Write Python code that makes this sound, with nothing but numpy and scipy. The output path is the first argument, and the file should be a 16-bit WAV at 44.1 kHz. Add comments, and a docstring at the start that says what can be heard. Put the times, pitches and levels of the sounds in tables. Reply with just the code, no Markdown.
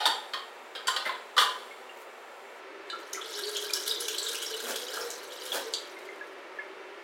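"""Tiled kitchen: a metal lever juicer clanks on a stone counter under a steady rush of air.
Clanks are rattling noise bursts plus ringing modes of the cast body; the lever adds high clear notes.
Then orange juice runs from a glass cup into a pitcher: random ticks and short rising sines, rung by
the pitcher's air, make the spatter; sine gulps gurgle at a rising pitch; grains make the pulp slop in.
The cup clinks on the rim as the pour begins and ends, and the last drops plink."""
import sys
import numpy as np
from scipy import signal
from scipy.io import wavfile
from scipy.ndimage import uniform_filter1d

SR = 44100
rng = np.random.default_rng(int(sys.argv[2]) if len(sys.argv) > 2 else 0)


def dump(signal):
    """Clip the signal to [-1, 1] and save it as 16-bit WAV at the path in sys.argv[1]."""
    limited = np.clip(np.atleast_2d(signal).T, -1, 1)
    pcm = np.round(limited * 32767).astype(np.int16)
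    wavfile.write(sys.argv[1], SR, pcm)


N = 310023
TIME_S = np.arange(N) / SR
RING_S = TIME_S[:SR // 2]  # time axis of one blow or note
BUBBLE_RISE = .054  # half the share by which a bubble climbs in pitch over its t60
LOW_HZ, FULL_HZ, NARROWING = 423.7, 535.7, 2.82  # gurgle before and after the pour; exponent of its climb
GURGLE_DB, GURGLE_DB_PER_FLOW_DB = -44.5, 0.83  # at full flow; dB per dB of flow
GULP_S, GULP_RISE = .16, 0.11  # length of a big gulp; its climb in pitch, as a share


def amp(db):
    """Decibels to gain."""
    return 10 ** (np.asarray(db) / 20)


def unit(x):
    """Scales to rms 1."""
    return x / np.sqrt(np.mean(x ** 2) + 1e-20)


def read(points, hz):
    """Reads a curve on a log-frequency axis."""
    point_hz, value = np.transpose(points)
    return np.interp(np.log(hz + 1), np.log(point_hz + 1), value)


def colour(x, points):
    """Filters by a spectrum in dB, with a minimum-phase, causal response."""
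    size = 4096
    gain_db = read(points, abs(np.fft.fftfreq(size, 1 / SR)))
    log_gain = np.log(amp(gain_db))
    taps = np.fft.ifft(np.exp(np.conj(signal.hilbert(log_gain)))).real
    return signal.fftconvolve(x, taps[:size // 2])[:len(x)]


def resonate(x, hz, width_hz):
    """A resonance of peak gain 1: shifts hz to zero, smooths with one pole, shifts back."""
    turn = np.exp(2j * np.pi * np.cumsum(hz * np.ones(len(x))) / SR)
    pole = np.exp(-np.pi * width_hz / SR)
    smooth = signal.lfilter([1 - pole], [1, -pole], x / turn + 1e-18)
    return 2 * (turn * smooth).real


def burst(t60_s):
    """A contact that rattles out: decaying white noise."""
    return rng.standard_normal(len(RING_S)) * amp(-60 * RING_S / t60_s)


def ring(modes, t60_s):
    """Dying modes; each blow shares its force among them differently, and the grip detunes them a little."""
    sign = rng.choice([-1, 1], len(modes))
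    uneven, detune = rng.standard_normal((2, len(modes)))
    tones = np.zeros(len(RING_S))
    for k, (hz, db) in enumerate(modes):
        own_hz = hz * (1 + 0.0035 * detune[k])
        tones += sign[k] * amp(db + 2 * uneven[k]) * np.cos(2 * np.pi * own_hz * RING_S)
    return tones * amp(-60 * RING_S / t60_s)


def blow(x, db):
    """Sets the rms level of a blow's first 20 ms."""
    return amp(db) * x / np.sqrt(np.mean(x[:SR // 50] ** 2) + 1e-20)


def add(mix, s, sound):
    """Mixes a sound in at a time in seconds."""
    part = mix[max(round(s * SR), 0):][:len(sound)]
    part += sound[:len(part)]


def kitchen(x, near_db, room_db, near_t60_s=0.029):
    """Direct sound, quick reflections from counter and tiles, and the tail of the room."""
    # Each row: frequency in Hz, t60 in s.
    tail_t60 = [(200, 0.5), (1200, 0.44), (4000, 0.39), (16000, 0.23)]
    echoes_per_s = np.array([[900], [4000]])
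    noise = rng.standard_normal((2, len(RING_S)))
    near, far = noise * (rng.random((2, len(RING_S))) < echoes_per_s / SR)
    near = near * amp(-60 * RING_S / near_t60_s) * (RING_S > .001)
    # the tail dies at its own rate in each band
    hz, t, z = signal.stft(far * (RING_S > .008), SR, nperseg=256)
    decay = amp(-60 * t / read(tail_t60, hz)[:, None])
    far = signal.istft(z * decay, SR, nperseg=256)[1][:len(RING_S)]
    echo = amp(near_db) * near / np.linalg.norm(near) + amp(room_db) * far / np.linalg.norm(far)
    return x + signal.fftconvolve(x, echo)[:len(x)]


def juicer(modes_db=-1, body_t60_s=0.15, part_width_hz=42, ring_db_per_db=0.2):
    """Loose metal parts chatter for a moment and ring the cast body; the stone counter passes little bass."""
    # Blows. Each row: start in s, level in dB, chatter t60 in s, edge above 6.2 kHz in dB,
    # pitch of the part struck in Hz, its ring in dB against the rest.
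    clanks = [(.003, -30.5, 0.36, -4.5, 809, -1.5), (0.0552, -22.5, 0.023, -3, 3670, -5),
              (0.0588, -25, 0.069, 8.5, 895, 1.5), (0.336, -31.5, 0.025, -6, 1097, -7.5),
              (0.751, -37.5, 0.087, -8, 3200, -11), (0.871, -30.5, 0.095, 9, 7340, -6),
              (0.8799, -24.5, 0.043, 1, 1029, 0), (.963, -28.5, 0.047, -3.5, 1014, -11),
              (1.053, -34, 0.03, -2, 2043, 4), (1.07, -37, 0.04, -3, 1860, -1),
              (1.093, -31.5, 0.019, -8, 1053, 4), (1.3657, -25.5, 0.053, 0, 1150, 6),
              (1.379, -18, 0.056, -4, 3420, -7), (1.392, -27.5, 0.16, 12, 1043, -3.5),
              (1.412, -25, 0.05, 0, 1164, -3.5)]
    # Modes of the cast body. Each row: frequency in Hz, relative level in dB.
    metal_modes = [(824, -1.5), (1021, 7.5), (1235, 5.5), (1378, -5.5), (1840, 4.5), (2895, -7), (3070, -3),
                   (3380, -16), (3730, -14), (4560, -4.5), (7390, -12.5)]
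    # Metal on metal. Each row: frequency in Hz, relative density in dB per Hz.
    crack_spectrum = [(75, -70), (524, -7.5), (727, -13), (1030, -26), (1460, -0.5), (1860, -10),
                      (2530, -17.5), (3450, -6.5), (4590, -13), (6300, -25), (9210, -24.5), (16000, -38.5)]
    part_ref_hz, low_db, low_db_per_octave = 1000, -5, 0.5  # gain below 1.9 kHz, by the part's pitch
    out = np.zeros(N)
    hardest_db = max(row[1] for row in clanks)
    for s, db, chatter_t60_s, edge_db, part_hz, part_db in clanks:
        body_db = low_db + low_db_per_octave * np.log2(part_hz / part_ref_hz)
        # lighter blows ring the body less
        ring_db = modes_db + ring_db_per_db * (db - hardest_db)
        crack = blow(colour(burst(chatter_t60_s), crack_spectrum), 0)
        metal = crack + blow(ring(metal_modes, body_t60_s), ring_db)
        metal = colour(metal, [(1900, body_db), (2700, 0), (4900, 0), (6200, edge_db)])
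        width_hz = part_width_hz * np.sqrt(part_hz / part_ref_hz)
        part = resonate(burst(chatter_t60_s), part_hz, width_hz)
        part = resonate(part, part_hz, part_hz / 2)
        struck = blow(metal, 0) + blow(part, part_db)
        add(out, s, blow(kitchen(struck, near_db=1.5, room_db=1.0), db))
    return signal.sosfilt(signal.butter(2, 150, "high", fs=SR, output="sos"), out)


def open_room(x, db=-19, t60_s=1.35):
    """Clanks linger faintly in the dining room beyond the counter: a long, coloured noise tail."""
    t = TIME_S[:2 * SR]
    decay = amp(-60 * t / t60_s)
    tail = colour(rng.standard_normal(len(t)) * decay, [(400, 5), (1100, -2.5), (3500, -2.0), (9000, 5.0)])
    return x + amp(db) * signal.fftconvolve(x, tail / np.linalg.norm(decay))[:N]


def lever():
    """The steel lever swings free and sings on: a high, clear note with a weaker one below it."""
    # Each row: start in s, level in dB, pitch in Hz, t60 in s.
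    lever_rings = [(0.058, -34, 4450, 0.2), (0.334, -43, 4447, 0.13), (.871, -34, 4600, 0.27),
                   (0.964, -42, 4570, 0.19)]
    low_ratio, low_db = .675, -5
    out = np.zeros(N)
    for s, db, hz, t60_s in lever_rings:
        turn = 2 * np.pi * hz * RING_S
        note = np.sin(turn) + amp(low_db) * np.sin(low_ratio * turn)
        note = note * amp(-60 * RING_S / t60_s)
        add(out, s, blow(kitchen(note, near_db=-9, room_db=-9), db))
    return out


def jolts(knock_t60_s=0.14):
    """The juicer's heavy foot jolts: dull noise knocks of the counter."""
    # Each row: start in s, level in dB.
    foot_jolts = [(0.061, -35.5), (1.058, -34), (1.413, -38.5)]
    # The counter. Each row: frequency in Hz, relative density in dB per Hz.
    knock_spectrum = [(120, -38), (220, -6.5), (500, 7.5), (800, -1), (1700, 4), (5000, -25)]
    out = np.zeros(N)
    for s, db in foot_jolts:
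        knock = colour(burst(knock_t60_s), knock_spectrum)
        add(out, s, blow(kitchen(knock, near_db=0.0, room_db=1), db))
    return out


def juice_flow():
    """Strength of the stream: every tilt of the cup builds, swells and ebbs by one rule."""
    # Trickle, main pour, dregs. Each row: start in s, start of the ebb in s,
    # level in dB ahead of the swell and of the stream's trim.
    pours = [(2.81, 3.15, -54), (3.17, 4.92, -39.5), (5.238, 5.52, -43)]
    build_s, swell_db_per_s, ebb_db_per_s = 0.2, 0.32, 33  # the swell runs on under the ebb
    flow = np.zeros(N)
    for start, ebb, db in pours:
        swell_db = swell_db_per_s * (TIME_S - start)
        ebb_db = ebb_db_per_s * np.maximum(TIME_S - ebb, 0)
        flow += np.clip((TIME_S - start) / build_s, 0, 1) * amp(db + swell_db - ebb_db)
    return flow


def bubble(hz, t60_s, rise):
    """A pocket of air rings and climbs in pitch as it nears the surface."""
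    t = RING_S[:int(t60_s * SR)]
    tone = np.sin(2 * np.pi * hz * t * (1 + rise * t / t60_s))
    return tone * amp(-60 * t / t60_s) * (1 - np.exp(-t * hz))


def pitcher(x, direct_db=-3):
    """Sound made at the surface rings the air modes of the pitcher on its way out."""
    # Each row: frequency in Hz, relative density in dB per Hz.
    spatter_spectrum = [(350, -81), (600, -32), (698, -20), (1140, -1.5), (1610, 7.5), (1780, -33),
                        (2570, -17), (2950, -1), (3730, 2), (12200, -4.5), (16000, -10.5)]
    # Each row: frequency in Hz, width in Hz, gain in dB.
    air_modes = [(1662, 34.5, 9.5), (2986, 84, 4.5), (3940, 69, -4)]
    x = colour(x, spatter_spectrum)
    return amp(direct_db) * x + sum(amp(db) * resonate(x, hz, width_hz) for hz, width_hz, db in air_modes)


def stream(ticks_per_s=1300, bubbles_db=-1, beads_db=6, spatter_db=-1.1, count=3200):
    """Tiny impacts and separate little bubbles follow the flow."""
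    ticks = rng.standard_normal(N) * (rng.random(N) < ticks_per_s / SR)
    fizz = np.zeros(N)
    for when, size, length, strength in rng.random((count, 4)):
        hz, cycles, db = 3000 * 5 ** size, 14 + 40 * length, 10 * strength
        level = amp(db) * np.sqrt(np.sqrt(hz) / cycles)
        add(fizz, when * N / SR, level * bubble(hz, cycles / hz, BUBBLE_RISE))
    # the stream breaks into beads, so the impacts come in clumps
    clumps = unit(uniform_filter1d(rng.standard_normal(N), size=700))
    beads = amp(beads_db * np.clip(clumps, -2, 2))
    surface = pitcher(unit(beads * ticks) + amp(bubbles_db) * unit(fizz))
    spatter = unit(kitchen(surface, near_db=-4, room_db=-7))
    return amp(spatter_db) * juice_flow() * spatter


def gulp(hz, length_s):
    """A big pocket of air swells, climbs in pitch and fades."""
    t = np.arange(0, length_s, 1 / SR)
    turns = np.cumsum(hz * (1 + GULP_RISE * (t - length_s / 2) / GULP_S)) / SR
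    return np.sin(2 * np.pi * (turns + rng.random())) * np.sin(np.pi * t / length_s) ** 2


def gurgle(small_s=0.062, scatter=0.0547, uneven_db=2, count=220):
    """The stream drags down air in quick small gulps, whose note climbs as the pitcher fills, and big ones."""
    # Big gulps. Each row: middle in s, level in dB ahead of the echoes, mid pitch in Hz.
    big_gulps = [(3.47, -37.5, 420), (3.61, -41, 418), (4.538, -37, 439.5), (5.04, -37.5, 466.7),
                 (5.678, -40, 452.6)]
    flow, out = juice_flow(), np.zeros(N)
    # the glass narrows upward, so the note climbs ever faster with the share poured
    poured = np.cumsum(flow) / flow.sum()
    note_hz = LOW_HZ + (FULL_HZ - LOW_HZ) * poured ** NARROWING
    for k, (late, detune, size) in enumerate(rng.standard_normal((count, 3))):
        at = int(np.clip((k + np.tanh(late) / 2) * N / count, 0, N - 1))
        follow = (flow[at] / flow.max()) ** GURGLE_DB_PER_FLOW_DB
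        strength = follow * amp(GURGLE_DB + uneven_db * size)
        own_hz = note_hz[at] * (1 + scatter * detune)
        add(out, at / SR - small_s / 2, strength * gulp(own_hz, small_s))
    for s, db, hz in big_gulps:
        add(out, s - GULP_S / 2, amp(db) * gulp(hz, GULP_S))
    return kitchen(out, near_db=-15, room_db=-4.5)


def splats(dent_db=0, dent_q=6):
    """The stream breaks and slaps the surface; the dent that it leaves colours each slap."""
    # Each row: start in s, level in dB, pitch of the dent in Hz.
    slaps = [(3.131, -35.5, 6400), (3.567, -37, 6900), (3.7345, -27, 5820), (3.877, -31, 4200),
             (4.004, -35, 10000), (4.082, -31.5, 3200), (4.182, -31, 4350), (4.284, -35, 3480),
             (4.346, -35.5, 3200), (4.424, -35.5, 3330), (4.758, -35, 3450), (5.103, -38.5, 6740),
             (5.453, -42, 3480)]
    out = np.zeros(N)
    for s, db, hz in slaps:
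        slap = burst(.021)
        dent = resonate(resonate(slap, hz, hz / dent_q), hz, hz / 2)
        slap = colour(pitcher(slap), [(1500, -4), (5500, 11.0), (14000, 5)])
        landed = blow(slap, 0) + blow(dent, dent_db)
        add(out, s, blow(kitchen(landed, near_db=5.5, room_db=4.5), db))
    return out


def cluster(hz, cycles, count=3):
    """A pocket of air rings and sheds a few weaker bubbles of nearly its own pitch."""
    mean_delay_s, pitch_spread, shed_db = .008, .06, -8
    out = np.zeros(len(RING_S))
    add(out, 0, bubble(hz, cycles / hz, BUBBLE_RISE))
    for late_s, detune in zip(rng.exponential(mean_delay_s, count), rng.standard_normal(count)):
        own_hz = hz * np.exp(pitch_spread * detune)
        add(out, late_s, amp(shed_db) * bubble(own_hz, cycles / own_hz, BUBBLE_RISE))
    return out


def bubbles(t60_cycles=56):
    """Larger pockets of air under the stream, each with its own note; the higher ones die sooner."""
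    # Each row: start in s, level in dB ahead of the echoes, pitch in Hz.
    pockets = [(2.929, -30, 1340), (3.146, -33.5, 2026), (3.172, -32, 1353), (3.213, -31, 3320),
               (3.355, -29.5, 5400), (3.436, -24, 4390), (3.559, -22.5, 3150), (3.894, -24, 4940),
               (3.91, -22, 3760), (3.961, -30, 3420), (4.031, -28, 5900), (4.143, -27, 3260),
               (4.229, -24, 7600), (4.264, -26, 3660), (4.463, -27, 5550), (4.536, -31, 2990),
               (4.97, -30.5, 1330), (5.013, -31, 5270), (5.519, -24, 3300)]
    out = np.zeros(N)
    for s, db, hz in pockets:
        note = cluster(hz, t60_cycles)
        add(out, s, amp(db) * kitchen(note, near_db=4.0, room_db=1))
    return out


def slops(grains_per_s=5000, plop_db=-16):
    """Thick pulp lands in a dense, wide swell of tiny impacts around a hollow plop."""
    # Lumps. Each row: peak in s, level in dB ahead of weight and echoes, rise in s, fall in s,
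    # pitch of the plop in Hz, weight below 900 Hz in dB.
    lumps = [(4.703, -33.5, 0.041, 0.019, 241, -2), (4.98, -43.5, 0.08, 0.13, 1660, 0),
             (5.547, -27.5, 0.014, 0.017, 1000, -0.5)]
    # Each row: frequency in Hz, relative density in dB per Hz.
    pulp_spectrum = [(125, -32), (230, -10.5), (547, 4), (1080, -6), (1610, -1), (2000, -9.5),
                     (6700, -10.5), (16000, -15.5)]
    out = np.zeros(N)
    for s, db, rise_s, fall_s, hz, weight_db in lumps:
        impacts = rng.standard_normal(N) * (rng.random(N) < grains_per_s / SR)
        grains = unit(colour(impacts, pulp_spectrum))
        plop = unit(resonate(resonate(grains, hz, hz / 10), hz, hz / 2))
        grains = colour(grains, [(900, weight_db), (1400, 0)])
        swell = np.exp(-np.maximum((s - TIME_S) / rise_s, (TIME_S - s) / fall_s))
        out += amp(db) * swell * (grains + amp(plop_db) * plop)
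    return kitchen(out, near_db=-13.0, room_db=-1.0)


def clink(rim_t60_s=0.083):
    """The cup's lip chatters on the pitcher's rim; the hand damps the cup, while the rim rings clear."""
    # Each row: start in s, level in dB, ring of the rim against the cup in dB.
    touches = [(2.9, -37, 7), (5.737, -29, -25)]
    # Modes of the cup's lip. Each row: frequency in Hz, relative level in dB.
    cup_modes = [(3530, -2), (3700, -4.5), (4190, -1), (4700, 8)]
    # Modes of the pitcher's rim. Each row: frequency in Hz, relative level in dB.
    rim_modes = [(1650, 7), (2982, 3), (3640, 3), (4020, 3)]
    out = np.zeros(N)
    for s, db, rim_db in touches:
        cup = blow(ring(cup_modes, .018), -8) + blow(burst(0.045), 0)
        cup = colour(cup, [(2000, -31), (3300, 7.5), (4800, 2.0), (5300, -9), (7000, 1.5), (15000, -30)])
        touch = blow(cup, 0) + blow(ring(rim_modes, rim_t60_s), rim_db)
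        add(out, s, blow(kitchen(touch, near_db=-5, room_db=-2.5), db))
    return out


def drips(t60_s=0.06):
    """Lone drops, from the juicer and later the cup's lip: each a short, clean sine plink."""
    # Each row: start in s, level in dB ahead of the echoes, pitch in Hz.
    drops = [(1.709, -38.5, 2180), (1.894, -40.5, 2790), (3.698, -29.5, 2410), (5.964, -39.5, 2100),
             (6.088, -34, 2090), (6.21, -31.5, 1675), (6.587, -28, 1710), (6.595, -33.5, 2140)]
    out = np.zeros(N)
    for s, db, hz in drops:
        onset = 1 - np.exp(-RING_S * hz / 2)
        note = np.sin(2 * np.pi * hz * RING_S) * amp(-60 * RING_S / t60_s) * onset
        add(out, s, amp(db) * kitchen(note, near_db=-7, room_db=-7))
    return out


def rustle(db=-59, peak_s=2.0, width_s=.055):
    """A faint brush of hand and sleeve on the reach for the next orange half: high-passed grains."""
    grains = rng.standard_normal(N) * (rng.random(N) < 700 / SR)
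    crisp = signal.sosfilt(signal.butter(2, 2500, "high", fs=SR, output="sos"), grains)
    return amp(db) * unit(crisp) * np.exp(-((TIME_S - peak_s) / width_s) ** 2)


def room_air(press_db=-47, pour_db=-45.5, change_s=2.6, fade_s=0.029):
    """A rush of air, rippled by the room; it whines faintly during the pressing, is duller during the pour."""
    # While pressing. Each row: frequency in Hz, relative density in dB per Hz.
    press_spectrum = [(45, -38), (203, -23), (240, -6), (284, -11.5), (380, 1.5), (572, 2.5), (2250, -5.5),
                      (5400, -22.5), (7390, -25), (16000, -32.5)]
    # While pouring. Each row: frequency in Hz, relative density in dB per Hz.
    pour_spectrum = [(50, -47), (175, -30), (260, -16), (330, -5), (390, 0), (470, -8), (572, -4),
                     (800, -11), (1000, -8), (2150, -11), (6200, -32), (16000, -48.5)]
    # The whine: frequency in Hz, width in Hz, gain in dB ahead of the pressing spectrum.
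    whine_hz, whine_width_hz, whine_db = (7400, 380, 1)
    noise = kitchen(rng.standard_normal(N + SR), near_db=-13.0, room_db=-12.0)[SR:]
    whine = amp(whine_db) * resonate(noise, whine_hz, whine_width_hz)
    later = np.clip((TIME_S - change_s) / fade_s + .5, 0, 1)
    pressing = amp(press_db) * unit(colour(noise + whine, press_spectrum))
    pouring = amp(pour_db) * unit(colour(noise, pour_spectrum))
    return (1 - later) * pressing + later * pouring


def scene():
    """All sources, heard from one place."""
    pressing = open_room(juicer()) + lever() + rustle()
    pouring = stream() + gurgle() + splats() + bubbles() + drips() + slops() + clink()
    return (pressing + pouring + jolts() + room_air())[None]


def record(dry, edge_hz=16050):
    """Band limit: a steep linear-phase low-pass."""
    taps = signal.firwin(511, edge_hz, window=("kaiser", 9), fs=SR)
    return signal.oaconvolve(dry, taps[None], "same")


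dry = scene()
out = record(dry)
dump(out)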